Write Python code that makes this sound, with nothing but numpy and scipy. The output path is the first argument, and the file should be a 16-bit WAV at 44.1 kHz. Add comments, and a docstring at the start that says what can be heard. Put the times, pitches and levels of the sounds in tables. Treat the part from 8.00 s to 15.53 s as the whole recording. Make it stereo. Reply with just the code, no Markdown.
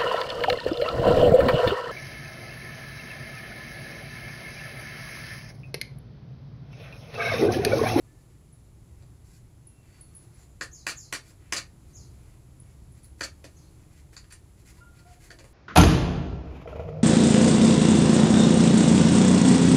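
"""A dog cracks dry kibble off a plate on a concrete porch, two metres from a phone's two microphone ports.
Grain-like fractures ring jaw, mouth and plate; gentler grains make the sniffs and nosing of pellets.
Close by, a warbling whistle is a small bird and ringing steel modes are a clip on the lead.
Far off lie faint gliding tones and traffic rumble, under air hiss, both shaped from noise bands.
Dog and clip echo off the porch, the bird off the yard; the far tones carry a longer echo."""
import sys
import numpy as np
from scipy import signal
from scipy.fft import rfft, irfft
from scipy.io import wavfile
from scipy.ndimage import uniform_filter1d

SR = 44100
rng = np.random.default_rng(int(sys.argv[2]) if len(sys.argv) > 2 else 0)


def materialize(psi):
    """Save the field psi as 16-bit PCM at rate SR to the path in sys.argv[1].

    A 1-D psi becomes a single channel; in a 2-D psi each row is a channel.
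    """
    bounded = np.clip(np.atleast_2d(psi).T, -1, 1)
    quanta = np.round(bounded * 32767).astype(np.int16)
    wavfile.write(sys.argv[1], SR, quanta)


N = 332073

# open air, spectrum of the hiss: f/Hz, density/dB (only its shape counts)
AIR_SPECTRUM = [(15, -46), (25, -1), (64, -1), (119, -19), (183, -24.5), (209, -29), (322, -19.5),
                (469, -30.5), (567, -31.5), (848, -34.5), (1660, -40.5), (2120, -37.5), (5730, -44),
                (10600, -36), (15500, -50)]
AIR_DB = -63
# far-off traffic: t/s, level/dB, upper hum re level/dB
TRAFFIC_LEVELS = [(0.0, -63.5, 10), (1.15, -51, -3), (1.76, -61.5, 6), (2.47, -54.5, -0.5),
                  (3.14, -58.5, 1.5), (4.0, -46, -6.5), (4.3, -52, -2.5), (5.0, -51.5, -1.5),
                  (5.2, -46, -13.5), (5.6, -56, 1), (5.93, -53.5, -1.5), (6.3, -52.5, -6), (6.7, -54, -1.5),
                  (7.53, -57.5, -1)]
RIGHT_LAG_S = .00025
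# faint far-off tones: t/s, length/s, start f/Hz, end f/Hz, level/dB
FAR_TONES = [(0.06, 0.082, 1790, 1780, -69), (1.595, 0.58, 2690, 2680, -75),
             (1.847, 0.26, 4590, 4300, -70.5), (2.363, .1, 7350, 7200, -69),
             (5.517, 0.225, 4380, 4280, -73), (6.775, 0.032, 1000, 993, -64),
             (6.801, 0.051, 1382, 1456, -54.5), (7.042, 0.067, 676, 726, -59.5)]
OVERTONE_DB = -18

# sniffs or pushes of nose and tongue among the pellets: t/s, length/s, level at the end/dB, treble re level/dB
NOSINGS = [(0.16, 0.061, -74, 6), (0.27, 0.038, -68, -5), (0.98, 0.026, -65, -8), (1.24, 0.13, -61.5, 2.5),
           (1.82, 0.18, -57.5, -7.5), (2.12, 0.12, -67.5, 3), (2.33, 0.1, -59.5, -1.5),
           (3.23, 0.068, -54.5, -1), (3.4, 0.16, -56, -15), (3.84, 0.068, -67, 0), (4.2, 0.14, -62, -9),
           (4.62, 0.1, -62.5, -6), (4.94, 0.044, -62.5, 0.5), (5.02, 0.026, -60.5, 0),
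           (5.18, 0.034, -58, 5), (5.79, 0.038, -62, -8), (5.9, 0.095, -58, -3.5), (6.12, 0.015, -54, -1.5),
           (6.57, 0.029, -60, 0), (6.65, 0.05, -50, -1.5), (6.74, 0.041, -56.5, -2),
           (6.94, 0.053, -55.5, -5), (7.06, 0.074, -52.5, -5.5), (7.2, 0.058, -49.5, -2.5)]
NOSE_SWELL_DB, NOSE_RELEASE_DB_PER_S = 7, 493.5
# air in the nostrils and pellets sliding on the plate, low group then treble group: f/Hz, width/Hz, level/dB
NOSE_RESONANCES = [
    [(1220, 1600, -18.5), (2250, 910, -1.5)],
    [(4370, 1300, -1), (6570, 4500, -2), (10000, 4600, -1.5)],
]
# pellets that snap or click: t/s, level/dB, then re level: treble/dB, jaw thud/dB, edge/dB
PELLET_SNAPS = [(1.0227, -61, 7.5, 14, -8), (2.6101, -19, -6, -7.5, -21), (2.629, -31, -20, -25, -7),
                (2.8665, -13.5, -5, -17.5, -11.5), (2.8925, -25.5, -12, -14, -17),
                (3.1254, -14.5, -4.5, -8.5, -11), (3.1486, -25.5, 0, -20, -20),
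                (3.2953, -62.5, 14, -13, -10), (3.4214, -55, -10, -1, -9), (3.5233, -12, -2, -16, -12),
                (3.5793, -24, -11, -22, -19), (3.904, -58, -4, -7, 1), (5.043, -60.5, 5, -3, 15),
                (5.1922, -46, -12, -2, -21), (5.2082, -18, -8, -8.5, -16), (5.23, -34, -1, -25, -22),
                (5.25, -38, -11, -13, -2), (5.441, -33.5, -7, 2.5, -12), (6.129, -43, -14, 2, -19),
                (6.1654, -36.5, 5, -15, -11), (6.241, -46.5, -7, -16, -21), (6.3059, -46, -17, -19, -9),
                (6.3232, -40.5, -4, -20, 2.5), (6.9904, -56, 1, -6, -15), (7.2304, -53, -4, -9, -8),
                (7.3038, -31.5, -8.5, -6, -34), (7.3869, -42, 0, -20, -21), (7.403, -42, -17, -3, -18),
                (7.441, -41.5, -12, 2, -12), (7.449, -47.5, -15, -11, -11)]
SNAP_DB = 18.5  # force of a snap above its table level
MOUTH_HZ, KNOCK_DB, KNOCK_FADE_S = 1776, -9.5, 0.0018  # the mouth cavity that each snap knocks
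# squeezes of the molars on the pieces: t/s, length/s, level/dB, then re level: treble/dB, jaw thud/dB
MOLAR_SQUEEZES = [(2.619, 0.012, -38, -1.5, -2), (2.881, 0.027, -25, -5.5, -13.5),
                  (3.131, 0.022, -26, -8, -12), (3.53, 0.016, -24, -9, -5.5), (3.56, .02, -25, -2.5, -15),
                  (5.222, 0.019, -30.5, -20, -8.5), (5.228, 0.0059, -32, 2, -15),
                  (5.441, 0.01, -41.5, -6, -5), (6.168, .012, -45.5, -0.5, -15),
                  (6.301, 0.059, -44.5, -7, -26), (7.304, 0.018, -43, -9, 0), (7.385, 0.01, -46.5, -5.5, 5),
                  (7.45, 0.036, -53.5, -9, 0)]
GRIND_ATTACK_S, GRIND_SAG_DB_PER_S, GRIND_RELEASE_DB_PER_S = 0.0018, 202, 694
GRIND_EDGE_DB = -15  # edge group re level
# jaw, mouth and plate, body resonances: f/Hz, width/Hz, level/dB
BODY_RESONANCES = [(1033, 41, -12.5), (1233, 100, -8.5), (1822, 175, -1), (2110, 740, -1.5),
                   (2370, 700, 1.5), (3760, 3900, -19.5)]
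# jaw, mouth and plate, treble resonances: f/Hz, width/Hz, level/dB
TREBLE_RESONANCES = [(4490, 590, 4.5), (5580, 2050, -4), (5630, 980, -2), (7460, 1500, -11)]
# jaw thud, the low resonances: f/Hz, width/Hz, level/dB
JAW_RESONANCES = [(292, 140, -2), (630, 350, 0.5), (706, 134, 0)]
# edge of the crunch, the highest resonances: f/Hz, width/Hz, level/dB
EDGE_RESONANCES = [(8800, 1530, 5), (11100, 2200, 0), (13200, 2800, -6)]
# share of a grain that both ports hear alike, one value a group [ratio]: body, treble, jaw, edge
PORT_LIKENESS = [0.27, 0.14, 0.93, 0.35]
SHADOW_DB = -7.5  # the muzzle points down: the first sound is weaker than its bounce off the slab
# nearest porch surfaces: delay/s, level/dB, lag of left behind right/s
PORCH_BOUNCES = [(.002, 2.5, .00007), (.0075, -2.5, -.0001), (.011, -3.5, .00015), (0.0152, -5.5, -0.0042)]
PORCH_T60_S, PORCH_DB = 0.18, -1

# knocks of the lead clip: t/s, level/dB, all modes but the first re level/dB
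CLIP_KNOCKS = [(0.525, -55.5, 1), (1.67, -40.5, -10), (2.0097, -41.5, -2.5), (2.149, -44, 1),
               (2.165, -41.5, -5), (2.343, -58.5, 1), (4.6, -44.5, -12), (4.9205, -56.5, -1),
               (5.032, -53, -3), (5.0434, -56, 3.5)]
STEEL_MODES = [(10310, 5, 0.04), (10900, -6, 0.3), (10300, 1.5, 0.33), (10700, 6.5, 0.061),
               (10930, -18, 0.12)]

# chirps of the bird: t/s, level/dB, pitch factor/1
BIRD_CALLS = [(2.713, -40.5, 1.01), (2.954, -37.5, 1.045), (3.933, -43, 1.01), (5.549, -54, 0.97)]
# course of one chirp: t after its start/s, f before the pitch factor/Hz, level/dB
CHIRP_COURSE = [(0, 5900, -15), (0.014, 6450, -14), (.019, 6650, -7), (0.028, 6700, -1), (0.032, 5900, -4),
                (0.044, 5220, -15), (.08, 4620, -16), (.11, 4250, -20.5), (0.14, 4300, -50),
                (0.158, 3900, -37)]
# pitch wobbles; the depths are before the pitch factor
WARBLE_HZ, WARBLE_DEPTH_HZ, WARBLE_LOW_S = 51.5, 486, .041
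BUZZ_HZ, BUZZ_DEPTH_HZ = 220, 380
YARD_T60_S = 0.39

# response of the two microphone ports: f/Hz, left level/dB, right level/dB
PORT_RESPONSE = [(29.4, -4, -6), (305, 5, 4.5), (1284, 7, 6), (2780, -1, 2), (3730, 4, -3), (4380, 5, 0),
                 (6050, 6, -3), (7540, 9, -4.5), (8600, -5, -1.5), (10570, -8.5, 5), (12300, -13.5, -1.5),
                 (12000, 2, -7), (13500, -6, 1.5), (15200, 0, 0), (15960, -20, -10)]
TOP_HZ = 15900


def undb(db):
    """Decibels to an amplitude ratio."""
    return 10 ** (np.asarray(db) / 20)


def level(x, db):
    """Scale to an rms level."""
    return x * undb(db) / np.sqrt(np.mean(x ** 2))


def band(x, hz, width_hz):
    """One resonance, gain 1 at the centre."""
    return signal.lfilter(*signal.iirpeak(hz, hz / width_hz, SR), x)


def colour(x, hz, db):
    """Shape a spectrum by straight dB lines on a log-frequency axis."""
    f = np.maximum(np.arange(N // 2 + 1) * SR / N, 1)
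    gain = undb(np.interp(np.log(f), np.log(hz), db))
    return irfft(rfft(x) * gain, N)


def walk(rate):
    """Random levels held 1 / rate s and slewed twice."""
    hold = int(SR / rate)
    steps = np.repeat(rng.standard_normal(N // hold + 1), hold)
    return 1.28 * uniform_filter1d(uniform_filter1d(steps, hold), hold)[:N]


def pair(x, y, alike_hz):
    """Left and right: alike towards the low end, unrelated well above alike_hz."""
    low = signal.sosfilt(signal.butter(1, alike_hz, fs=SR, output="sos"), y)
    return np.array([x + y - low, x - y + low])


def tail(x, t60_s, rise_s=0.0012, alike_hz=1500):
    """Diffuse echo: a fading noise response of unit mean energy a channel; the treble fades sooner."""
    t = np.arange(int(t60_s * SR)) / SR
    noise = pair(*rng.standard_normal((2, len(t))), alike_hz)
    low = signal.sosfilt(signal.butter(1, 3000, fs=SR, output="sos"), noise)
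    treble = (noise - low) * 1000 ** (-.3 * t / t60_s)
    response = (low + treble) * 1000 ** (-t / t60_s) * (1 - np.exp(-t / rise_s))
    response /= np.sqrt(np.sum(response ** 2) / 2)
    return signal.oaconvolve(x[None], response, axes=1)[:, :N]


def rumble(hz, width_hz):
    """A narrow band of low noise, nearly the same at both ports."""
    def narrow(x):
        return level(band(band(x, hz, width_hz), hz, width_hz), -0.78)

    mid, side = (narrow(x) for x in rng.standard_normal((2, N)))
    return np.array([mid + 0.091 * side, mid - 0.065 * side])


def outdoors():
    """Smooth air hiss over two bands of traffic rumble; both bands swell and the lower one flickers."""
    hz, db = np.transpose(AIR_SPECTRUM)
    noise = pair(*rng.standard_normal((2, N)), 750)
    re_1khz_db = db - np.interp(1000, hz, db)
    hiss = colour(noise, hz, re_1khz_db) * undb(AIR_DB + 0.72 * walk(3.44))
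    s, low_db, hum_db = np.transpose(TRAFFIC_LEVELS)
    t = np.arange(N) / SR
    low = rumble(66.0, 37) * undb(np.interp(t, s, low_db) + 0.43 * walk(9.7))
    hum = rumble(114.9, 55.2) * undb(np.interp(t, s, low_db + hum_db))
    left, right = hiss + low + hum
    return np.array([left, np.roll(right, int(RIGHT_LAG_S * SR))])  # it reaches the left port first


def far_tones():
    """Short wavering, gliding tones with a weak octave and an echo almost as strong as the direct sound."""
    out, waver, flutter = np.zeros(N), walk(30), walk(40)
    for s, length, start_hz, end_hz, db in FAR_TONES:
        i, n = int(s * SR), int(length * SR)
        pitch = np.linspace(start_hz, end_hz, n) * (1 + 0.015 * waver[i:i + n])
        phase = 2 * np.pi * np.cumsum(pitch) / SR
        tone = np.sin(phase) + undb(OVERTONE_DB) * np.sin(2 * phase)
        out[i:i + n] += undb(db + 2.1 * flutter[i:i + n]) * signal.windows.tukey(n, .7) * tone
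    return undb(-2) * out + undb(-2.5) * tail(out, 0.82, 0.02)


def drives(rows, shape):
    """Gain of each resonance group: every row plays the shared shape/dB at its own time and strength."""
    t, out = np.arange(SR) / SR, np.zeros((len(rows[0]) - 2, N + SR))
    for s, length, db, *group_db in rows:
        i = int(s * SR)
        re_level_db = np.array([0, *group_db])[:, None]
        out[:, i:i + SR] += undb(db + re_level_db + shape(t, length))
    return uniform_filter1d(out[:, :N], size=130)  # 3 ms smoothing


def grains(rate, spread_db):
    """Tiny fractures at random moments, some larger, each radiating its own way to the two ports; unit power."""
    happens = rng.random(N) < rate / SR
    size = undb(spread_db * np.minimum(rng.exponential(size=N), 4)) * happens
    alike = np.array(PORT_LIKENESS)[:, None]
    mid, side = rng.standard_normal((2, 4, N))
    mid, side = mid * np.sqrt(1 + alike), side * np.sqrt(1 - alike)
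    return level(size * np.array([mid + side, mid - side]), 0)


def ring(force, groups):
    """Every group of resonances rings from its own share of the force, with alternating signs."""
    return sum((-1) ** k * undb(db) * band(force[:, g], hz, width_hz)
               for g, group in enumerate(groups) for k, (hz, width_hz, db) in enumerate(group))


def sniff(t, length):
    """A steady swell that breaks off, in dB."""
    return NOSE_SWELL_DB * np.minimum(t / length - 1, 0) - NOSE_RELEASE_DB_PER_S * np.maximum(t - length, 0)


def nosing():
    """Breath and sliding pellets: swells of dense grains ring the nostrils and the plate."""
    force = drives(NOSINGS, sniff) * grains(4000, 2.2)[:, :2]  # grains per s, spread/dB
    return ring(force, NOSE_RESONANCES)


def snaps():
    """Each snap is a millisecond burst of fractures led by the strongest, and a short knock of the mouth cavity."""
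    force, knock, t = np.zeros((4, N + SR)), np.zeros(N + SR), np.arange(440) / SR
    cavity = np.sin(2 * np.pi * MOUTH_HZ * t) * np.exp(-t / KNOCK_FADE_S)
    for s, db, *group_db in PELLET_SNAPS:
        burst = .2 * rng.standard_normal((4, len(t))) * np.exp(-t / .001)
        burst[:, 0] = [1, .6, 1, .3]  # leading fracture: body, treble, jaw, edge
        i = int(s * SR)
        re_level_db = np.array([0, *group_db])[:, None]
        force[:, i:i + len(t)] += undb(SNAP_DB + db + re_level_db) * burst
        knock[i:i + len(t)] += undb(db + KNOCK_DB) * cavity
    return force[:, :N], knock[:N]


def squeeze(t, length):
    """The jaw closes at once, sags while the pieces crumble, then lets go, in dB."""
    attack = 20 * np.log10(np.minimum(t / GRIND_ATTACK_S, 1) + 1e-3)
    sag = GRIND_SAG_DB_PER_S * np.minimum(t, length)
    release = GRIND_RELEASE_DB_PER_S * np.maximum(t - length, 0)
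    return attack - sag - release


def grinding():
    """Crumbling pieces: a dense run of tiny fractures follows the force of each squeeze."""
    rows = [(*row, GRIND_EDGE_DB) for row in MOLAR_SQUEEZES]
    return drives(rows, squeeze) * grains(3500, 2.6)  # grains per s, spread/dB


def dog():
    """Nosing, snaps and grinding, heard directly, off the nearest surfaces and from the whole porch."""
    snap_force, knock = snaps()
    groups = (BODY_RESONANCES, TREBLE_RESONANCES, JAW_RESONANCES, EDGE_RESONANCES)
    direct = nosing() + ring(snap_force + grinding(), groups) + knock
    porch = tail(direct.mean(axis=0), PORCH_T60_S, .02, 3000)
    out = undb(SHADOW_DB) * direct + undb(PORCH_DB) * porch
    for s, db, lag in PORCH_BOUNCES:
        left = np.roll(direct[0], int((s + lag / 2) * SR))
        right = np.roll(direct[1], int((s - lag / 2) * SR))
        out += undb(db) * np.array([left, right])
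    return out


def lead_clip():
    """A small steel clip: each knock rings a cluster of close modes with new strengths."""
    t, out = np.arange(SR // 4) / SR, np.zeros(N)
    for s, db, upper_db in CLIP_KNOCKS:
        chime = np.zeros(len(t))
        for k, (hz, mode_db, t60) in enumerate(STEEL_MODES):
            strength = undb(mode_db + 2.0 * rng.standard_normal() + upper_db * (k > 0))
            chime += strength * np.sin(2 * np.pi * hz * t) * 1000 ** (-t / t60)
        i = int(s * SR)
        out[i:i + len(t)] += undb(db) * chime * np.minimum(t / 0.00077, 1)
    return undb(-10.0) * out + undb(-11.0) * tail(out, PORCH_T60_S)


def bird():
    """A whistle that rises, then falls, with a fast warble and a weak octave, smeared by the yard."""
    s, hz, db = np.transpose(CHIRP_COURSE)
    t, out = np.arange(int(s[-1] * SR)) / SR, np.zeros(N)
    course_hz = np.interp(t, s, hz)
    warble = -np.cos(2 * np.pi * WARBLE_HZ * (t - WARBLE_LOW_S)) * np.clip((t - .025) / 0.012, 0, 1)
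    # the rising start buzzes: a much faster wobble of the pitch that dies as the warble sets in
    buzz = np.sin(2 * np.pi * BUZZ_HZ * t) * np.clip((.032 - t) / .006, 0, 1)
    pitch = course_hz + WARBLE_DEPTH_HZ * warble + BUZZ_DEPTH_HZ * buzz
    octave = undb(-9) * np.clip(5300 / course_hz, 0, 1) ** 5  # weaker on the high notes
    for start, call_db, factor in BIRD_CALLS:
        phase = 2 * np.pi * np.cumsum(factor * pitch) / SR
        whistle = np.sin(phase) + octave * np.sin(2 * phase)
        i = int(start * SR)
        out[i:i + len(t)] += undb(call_db + np.interp(t, s, db)) * whistle
    out *= undb(1.3 * walk(360))  # the whistle is slightly hoarse
    return undb(-5) * out + undb(-1.5) * tail(out, YARD_T60_S, 0.011)


def scene():
    """All sources at the two ports, in order of appearance."""
    return outdoors() + far_tones() + dog() + lead_clip() + bird()


def record(dry):
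    """Each microphone port has its own frequency response; the phone cuts the top."""
    hz, *sides = np.transpose(PORT_RESPONSE)
    heard = np.array([colour(x, hz, db) for x, db in zip(dry, sides)])
    return signal.sosfilt(signal.ellip(10, .2, 80, TOP_HZ, fs=SR, output="sos"), heard)


dry = scene()
out = record(dry)
materialize(out)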